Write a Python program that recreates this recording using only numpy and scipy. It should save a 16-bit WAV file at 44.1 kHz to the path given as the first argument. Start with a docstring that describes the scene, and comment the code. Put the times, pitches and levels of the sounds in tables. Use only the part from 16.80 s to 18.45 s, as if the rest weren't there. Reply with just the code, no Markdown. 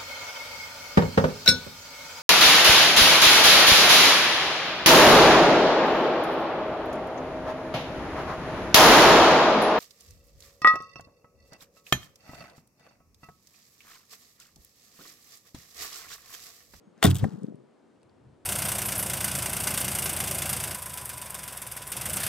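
"""Bow loosed in a winter forest

A wooden bow is loosed close to a small stereo microphone in a quiet winter forest. The nock snaps off
(one pulse), shaft, string slam and limbs ring (decaying sines), the string rattles and hisses (shaped noise).
Eddies of stirred air buffet the microphone (soft pressure swings), and a few metres off the arrow knocks
into something (dulled modes). Behind lie dry ticks, a steady hush, a low breeze and a far thin whistle."""
import sys
import numpy as np
from scipy import signal
from scipy.fft import rfft, irfft
from scipy.io import wavfile

SR = 44100
rng = np.random.default_rng(int(sys.argv[2]) if len(sys.argv) > 2 else 0)


def bounce(signal):
    """Save signal as a 16-bit WAV file at the path given by the first command-line argument."""
    frames = np.transpose(np.atleast_2d(signal))
    limited = np.clip(frames, -1, 1)
    pcm = np.round(limited * 32767).astype(np.int16)
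    wavfile.write(sys.argv[1], SR, pcm)


N = 72765
MIC_LOW_HZ = 63.4   # bass corner of the microphone
LEFT_RIGHT = np.array([[1], [-1]])


def amp(db):
    """Decibels to linear gain."""
    return 10 ** (np.asarray(db) / 20)


def rms_one(x):
    """Scale to an rms of 1."""
    return x / np.sqrt(np.mean(x ** 2) + 1e-20)


def clock():
    """Time of every sample in seconds."""
    return np.arange(N) / SR


def bins_hz():
    """Frequency of every spectrum bin."""
    return np.arange(N // 2 + 1) * SR / N


def curve(rows):
    """Gain through (time, level) rows, all but silent outside them."""
    s, db = np.transpose(rows)
    return amp(np.interp(clock(), s, db, left=-120, right=-120))


def at_hz(points, hz, column=1):
    """Read a table column at any frequency, interpolating on a log axis."""
    p = np.array(points)
    return np.interp(np.log(np.maximum(hz, 1)), np.log(p[:, 0]), p[:, column])


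def swell(s, length_s):
    """Bell-shaped envelope centred on s, down to 1/e after length_s."""
    return np.exp(-((clock() - s) / length_s) ** 2)


def filtered(x, order, hz, kind="low"):
    """Butterworth filter."""
    return signal.sosfilt(signal.butter(order, hz, kind, fs=SR, output="sos"), x)


def modes(table, start_s, rise_s):
    """Struck body: decaying sines that swell over rise_s."""
    t = np.maximum(clock() - start_s, 0)
    rise = 1 - np.exp(-t / rise_s)
    ringing = 0
    for hz, db, t60_s in table:
        ringing = ringing + amp(db - 60 * t / t60_s) * np.sin(2 * np.pi * hz * t)
    return rise * ringing


def resonate(x, table):
    """Parallel (Hz, width Hz, dB) resonances with alternating signs."""
    out = 0
    for k, (hz, width_hz, db) in enumerate(table):
        r = np.exp(-np.pi * width_hz / SR)
        b = (1 - r * r) / 2 * np.array([1, 0, -1])
        a = [1, -2 * r * np.cos(2 * np.pi * hz / SR), r * r]
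        out = out + (-1) ** k * amp(db) * signal.lfilter(b, a, x)
    return out


def coloured(spectrum, alike):
    """Stereo noise with a given spectrum and left-right likeness; rms 1."""
    hz = bins_hz()
    mid, side = rfft(rng.standard_normal((2, N))) * amp(at_hz(spectrum, hz))
    c = np.clip(at_hz(alike, hz), -1, 1)
    return rms_one(irfft(np.sqrt(1 + c) * mid + np.sqrt(1 - c) * side * LEFT_RIGHT, N))


def ports(x, table):
    """Phase and level difference of the two microphone ports, split evenly between them."""
    hz = bins_hz()
    phase_fades_in = np.clip(hz / MIC_LOW_HZ - .5, 0, 1)
    lead_rad = at_hz(table, hz) * phase_fades_in
    half = amp(at_hz(table, hz, column=2) / 2) * np.exp(.5j * lead_rad)
    return irfft(rfft(x * np.ones((2, 1))) * np.array([half, 1 / half]), N)


def snap():
    """The nock leaves the string: one sharp pulse with a negative and a positive lobe."""
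    start_s, peak_db, pulse_hz = .2277, -7.5, 2270
    t = (clock() - start_s) * pulse_hz * np.pi
    return -amp(peak_db) * 2.3 * t * np.exp(-t * t)   # 2.3 brings the peak close to 1


def shaft():
    """Shaft and grip ring at the snap and each time the shaft brushes the grip again."""
    # modes of shaft and grip: (frequency [Hz], level within a brush [dB], t60 [s])
    shaft_modes = [(474, -28.5, 0.14), (674, -11, 0.036), (780, -24, .045), (1063, -12.5, 0.014),
                   (1370, -20, 0.033), (1894, -18.5, 0.021), (3582, -19, .03)]
    # brushes on the grip: (time [s], level [dB])
    brushes = [(.2279, -4), (.2302, -2.5), (.2318, -9.5), (.2440, -3), (.2495, -1), (.2548, -2)]
    return sum(amp(db) * modes(shaft_modes, s, rise_s=.0002) for s, db in brushes)


def thump():
    """The string slams home and the bow gives a short thump."""
    # modes of the bow body: (frequency [Hz], level [dB], t60 [s])
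    thump_modes = [(201, 7.5, 0.027), (413.5, -12, 0.0805), (307, -12.5, .07)]
    return modes(thump_modes, start_s=.2460, rise_s=.0036)


def thrum():
    """The limbs swing back and ring with a wobble until the closing hand damps them."""
    # modes of the limbs: (frequency [Hz], level before damping [dB], t60 before damping [s])
    limb_modes = [(93.23, -7.5, 0.34), (131.8, -13, 0.45), (182.6, -15, 0.31), (278, -11, 0.14),
                  (308.9, -21, 0.23), (384, -22, 0.16), (518, -31.5, .15), (704, -30, .14),
                  (1417, -36.5, 0.091)]
    grip_s, grip_t60_s, wobble_db = .375, .027, -14
    wobble = rms_one(filtered(rng.standard_normal(N), 2, [60, 250], "band"))
    damping = amp(-60 * np.maximum(clock() - grip_s, 0) / grip_t60_s)
    return -damping * (1 + amp(wobble_db) * wobble) * modes(limb_modes, start_s=.2535, rise_s=.018)


def slip():
    """The string slips over the glove: a faint swell of resonant noise."""
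    rub = resonate(rng.standard_normal(N), [(1550, 500, 0)])
    return amp(-54) * swell(.19, length_s=.025) * rub


def burst(s, length_s):
    """Quick rise, slower fall and a faint tail."""
    tail_db, tail_s = -11.5, .0071
    away_s = np.abs(clock() - s)
    after = np.exp(-away_s / length_s) + amp(tail_db) * np.exp(-away_s / tail_s)
    return np.where(clock() > s, after, swell(s, length_s * 0.5))


def rattles():
    """The string rattles: short noise bursts drive low and high resonances."""
    # bursts: (time [s], level before the common gain [dB], length [s], high over low drive [dB])
    bursts = [(0.2277, -13.5, 0.00077, -2.5), (.2300, -18, 0.0013, -3), (0.238, -25, 0.0024, 1),
              (0.2402, -17.5, 0.0023, 3), (0.247, -23.5, 0.0038, -6), (0.253, -18, 0.0017, 4),
              (0.2653, -25, 0.0019, 0), (0.2688, -27, 0.00091, -3.5), (.2740, -28.5, 0.0011, -6.5),
              (0.3005, -35, 0.0013, 6), (0.3057, -28, 0.0012, 0), (.3120, -27, 0.0018, -4.5),
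              (.3465, -35.5, 0.0012, 5), (0.355, -30.5, 0.0012, 2.5), (0.366, -38.5, 0.0069, 3.5),
              (.3850, -39.5, 0.0012, 5), (0.395, -42.5, 0.0094, -4), (.4418, -45, 0.0015, 3)]
    # resonances of the rattle: (frequency [Hz], width [Hz], level before the common gain [dB])
    low_resonances = [(1400, 400, -9), (2455, 760, -8), (3340, 450, 0.5), (4820, 1000, -4.5)]
    high_resonances = [(6550, 5500, -8.5), (8726, 1200, -2), (11600, 1700, -7.5), (15400, 1200, -10)]
    alike, common_gain_db = .85, 7.5   # alike: left-right likeness
    common, own = rng.standard_normal(N), rng.standard_normal((2, N))
    noise = np.sqrt(alike) * common + np.sqrt(1 - alike) * own
    low_drive = high_drive = 0
    for s, db, length_s, bright_db in bursts:
        shape = burst(s, length_s)
        low_drive = low_drive + amp(db) * shape
        high_drive = high_drive + amp(db + bright_db) * shape
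    low = resonate(noise * low_drive, low_resonances)
    high = resonate(noise * high_drive, high_resonances)
    return amp(common_gain_db) * (low + high)


def swish():
    """Hiss of string, wool tufts and near echoes; late on its treble drops back and flickers."""
    # swell and fade of the hiss: (time [s], level before the late dulling [dB])
    hiss_level = [(.16, -84.5), (.217, -64), (.226, -41.5), (.24, -40.5), (.28, -34.5), (.33, -50),
                  (.40, -53), (.45, -48.5), (.55, -58), (.7, -66)]
    # colour of the hiss: (frequency [Hz], relative density [dB per Hz])
    hiss_colour = [(290, -28), (500, -14.5), (764, -11.5), (1400, -15), (2360, -22.5), (8540, -26.5),
                   (15100, -35.5), (16500, -44)]
    dulls_s, dulling_s, dull_hz = .444, .027, 2380
    flicker_hz, treble_db, flicker_db = 91, -7, 3   # flicker_db: rms swing about treble_db
    flicker = rms_one(filtered(rng.standard_normal(N), 2, flicker_hz))
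    hiss = coloured(hiss_colour, [(500, 0.58), (15000, 0.84)])
    dull = filtered(hiss, 4, dull_hz)
    late = np.clip((clock() - dulls_s) / dulling_s, 0, 1)
    treble_gain = 1 - late + late * amp(treble_db + flicker_db * flicker)
    return curve(hiss_level) * (dull + (hiss - dull) * treble_gain)


def bow():
    """All sounds of the bow reach the two microphone ports from one direction."""
    # ports, bow direction: (frequency [Hz], left leads [rad], left minus right [dB])
    bow_ports = [(80, -.2, -1.5), (160, -.6, -1.5), (320, -1.2, 1.5), (450, -2.0, 6), (620, -4.8, 3),
                 (800, -5.5, 1), (1200, -5.1, 4), (1800, -6.1, 2), (3600, -5.5, 2.5), (5100, -4.9, 6),
                 (8600, -5, 1), (10200, -3.2, 0), (11800, -4.7, -1)]
    release = slip() + snap() + shaft() + thump() + thrum()
    return ports(release + rattles() + swish(), bow_ports)


def eddies():
    """Air eddies at the microphone: soft pressure swings with steepened crests and some rumble."""
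    # eddies: (time [s], level [dB], pitch [Hz], length [s])
    swings = [(.080, -48, 199, 0.0075), (.125, -62, 170, 0.0065), (0.182, -53.5, 204, 0.012),
              (0.4162, -29, 98.2, 0.038), (0.4339, -13, 112, 0.0063), (0.453, -17.5, 170.3, 0.0027),
              (.4670, -26, 214, 0.0088), (0.486, -30.5, 185, 0.0037), (0.525, -38.5, 202, 0.013),
              (0.542, -32, 162, 0.0096), (0.558, -33, 265, 0.0019), (0.585, -37.5, 200, 0.012),
              (0.623, -34.5, 202.7, 0.0051), (.638, -31, 193, 0.0057), (0.6447, -25, 214.3, 0.0045),
              (0.676, -46.5, 217, 0.0066), (0.6856, -30, 266, 0.0032), (0.703, -39.5, 257, 0.0082),
              (0.713, -39.5, 221.7, 0.0086), (.724, -36, 309.6, 0.0023), (.746, -37, 171, 0.0049),
              (0.782, -47.5, 252, 0.0067), (.815, -54, 139.7, .014)]
    # unsteady air between the eddies: (time [s], level [dB])
    flutter = [(0.0, -68), (0.214, -66), (0.418, -58.5), (0.58, -52.5), (0.798, -55.5), (0.9, -68.5)]
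    # ports, eddies: (frequency [Hz], left leads [rad], left minus right [dB])
    eddy_ports = [(80, 2.5, 1), (115, -0.1, 5.7), (161.8, -1.33, 9.7), (246, -1.26, 4.4), (300, -2, 5.8),
                  (440, -2, 2.5)]
    overtone_db, rough_db = -10, -19
    rumble = rms_one(filtered(rng.standard_normal(N), 6, [130, 520], "band"))
    out = curve(flutter) * rumble
    for s, db, hz, length_s in swings:
        turn, shape = 2 * np.pi * hz * (clock() - s), swell(s, length_s)
        crest = amp(overtone_db) * shape * np.cos(2 * turn)
        out = out + amp(db) * shape * (np.cos(turn) + crest + amp(rough_db) * rumble)
    return ports(out, eddy_ports)


def knock():
    """The arrow lands in something that dulls the top of its modes; a little louder on the left."""
    # modes of the knock: (frequency [Hz], level within the knock [dB], t60 [s])
    knock_modes = [(559, -8.5, 0.04), (652, -1, 0.024), (760, 0.5, 0.038), (1010, -5, 0.024),
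                   (1250, -8.5, 0.018), (1600, -7.5, 0.024), (1810, -1, 0.015), (2030, -16, 0.01)]
    start_s, level_db, top_hz = .4418, -25, 2150
    struck = modes(knock_modes, start_s, rise_s=.00027)
    return amp(level_db + LEFT_RIGHT) * filtered(struck, 8, top_hz)


def ticks():
    """Small dry ticks of glove and leaves: tiny rough snaps around one pitch each."""
    # ticks: (time [s], level before the resonances [dB], pitch [Hz])
    snaps = [(.178, -57, 6500), (.4905, -49, 5800), (.505, -56, 4200), (.517, -58, 5000),
             (.6328, -44, 8300), (.6672, -52, 4700), (.757, -59, 9000), (1.218, -61, 4800),
             (1.231, -55, 8800), (1.2315, -56, 2600), (1.295, -56, 4500)]
    t60_s = .007
    noise, out = rng.standard_normal((2, N)), 0
    for s, db, hz in snaps:
        t = clock() - s
        decay = (t > 0) * amp(db - 60 * np.abs(t) / t60_s)
        rough = (noise + .5 * np.cos(2 * np.pi * hz * t)) * decay
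        out = out + resonate(rough, [(hz, 1600, 4), (hz / 2.2, 2500, -3)])
    return out


def breeze():
    """Low breeze on the microphone: deep noise that comes and goes."""
    # gusts: (time [s], level [dB])
    gusts = [(1.0, -99), (1.2, -72), (1.27, -64.5), (1.34, -69.5), (1.4, -65), (1.46, -54.5), (1.53, -59.5),
             (1.58, -70.5), (1.65, -66.5)]
    colour = [(40, -8), (70, 0), (130, 0), (300, -20), (1200, -80)]
    return curve(gusts) * coloured(colour, [(40, .9), (600, .8)])


def bird():
    """Far thin whistle: one steady sine under a soft swell."""
    start_s, length_s, hz, level_db = .025, .09, 6550, -82
    whistle = np.sin(2 * np.pi * hz * (clock() - start_s))
    return amp(level_db) * swell(start_s + length_s / 2, length_s / 2) * whistle


def hush():
    """Steady forest hush: coloured noise, a little louder on the left."""
    # colour of the hush: (frequency [Hz], relative density [dB per Hz])
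    air_colour = [(60, -30), (110, -18), (210, -8), (350, -6), (600, -14), (1300, -23), (2050, -30),
                  (6300, -41), (9000, -41), (11000, -52), (16000, -64)]
    # width of the hush: (frequency [Hz], left-right likeness [1 = same])
    air_alike = [(60, 1), (300, 0.27), (1000, 0.6), (5000, 0.7), (12000, 0.5)]
    return amp(-61 + LEFT_RIGHT) * coloured(air_colour, air_alike)


def scene():
    """The bow close by, air and arrow after it, the forest behind."""
    return bow() + eddies() + knock() + ticks() + breeze() + bird() + hush()


def record(dry):
    """The microphone loses the deep bass and dips twice in the treble; the top is cut."""
    # treble dips: (frequency [Hz], width [Hz], depth [dB])
    dips = [(10630, 170, -9.5), (13350, 2300, -10)]
    out = filtered(dry, 2, MIC_LOW_HZ, "high")
    for hz, width_hz, db in dips:
        out = out - (1 - amp(db)) * resonate(out, [(hz, width_hz, 0)])
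    # at least 70 dB down from 17 kHz up
    return signal.sosfilt(signal.cheby2(12, 70, 17000, fs=SR, output="sos"), out)


dry = scene()
out = record(dry)
bounce(out)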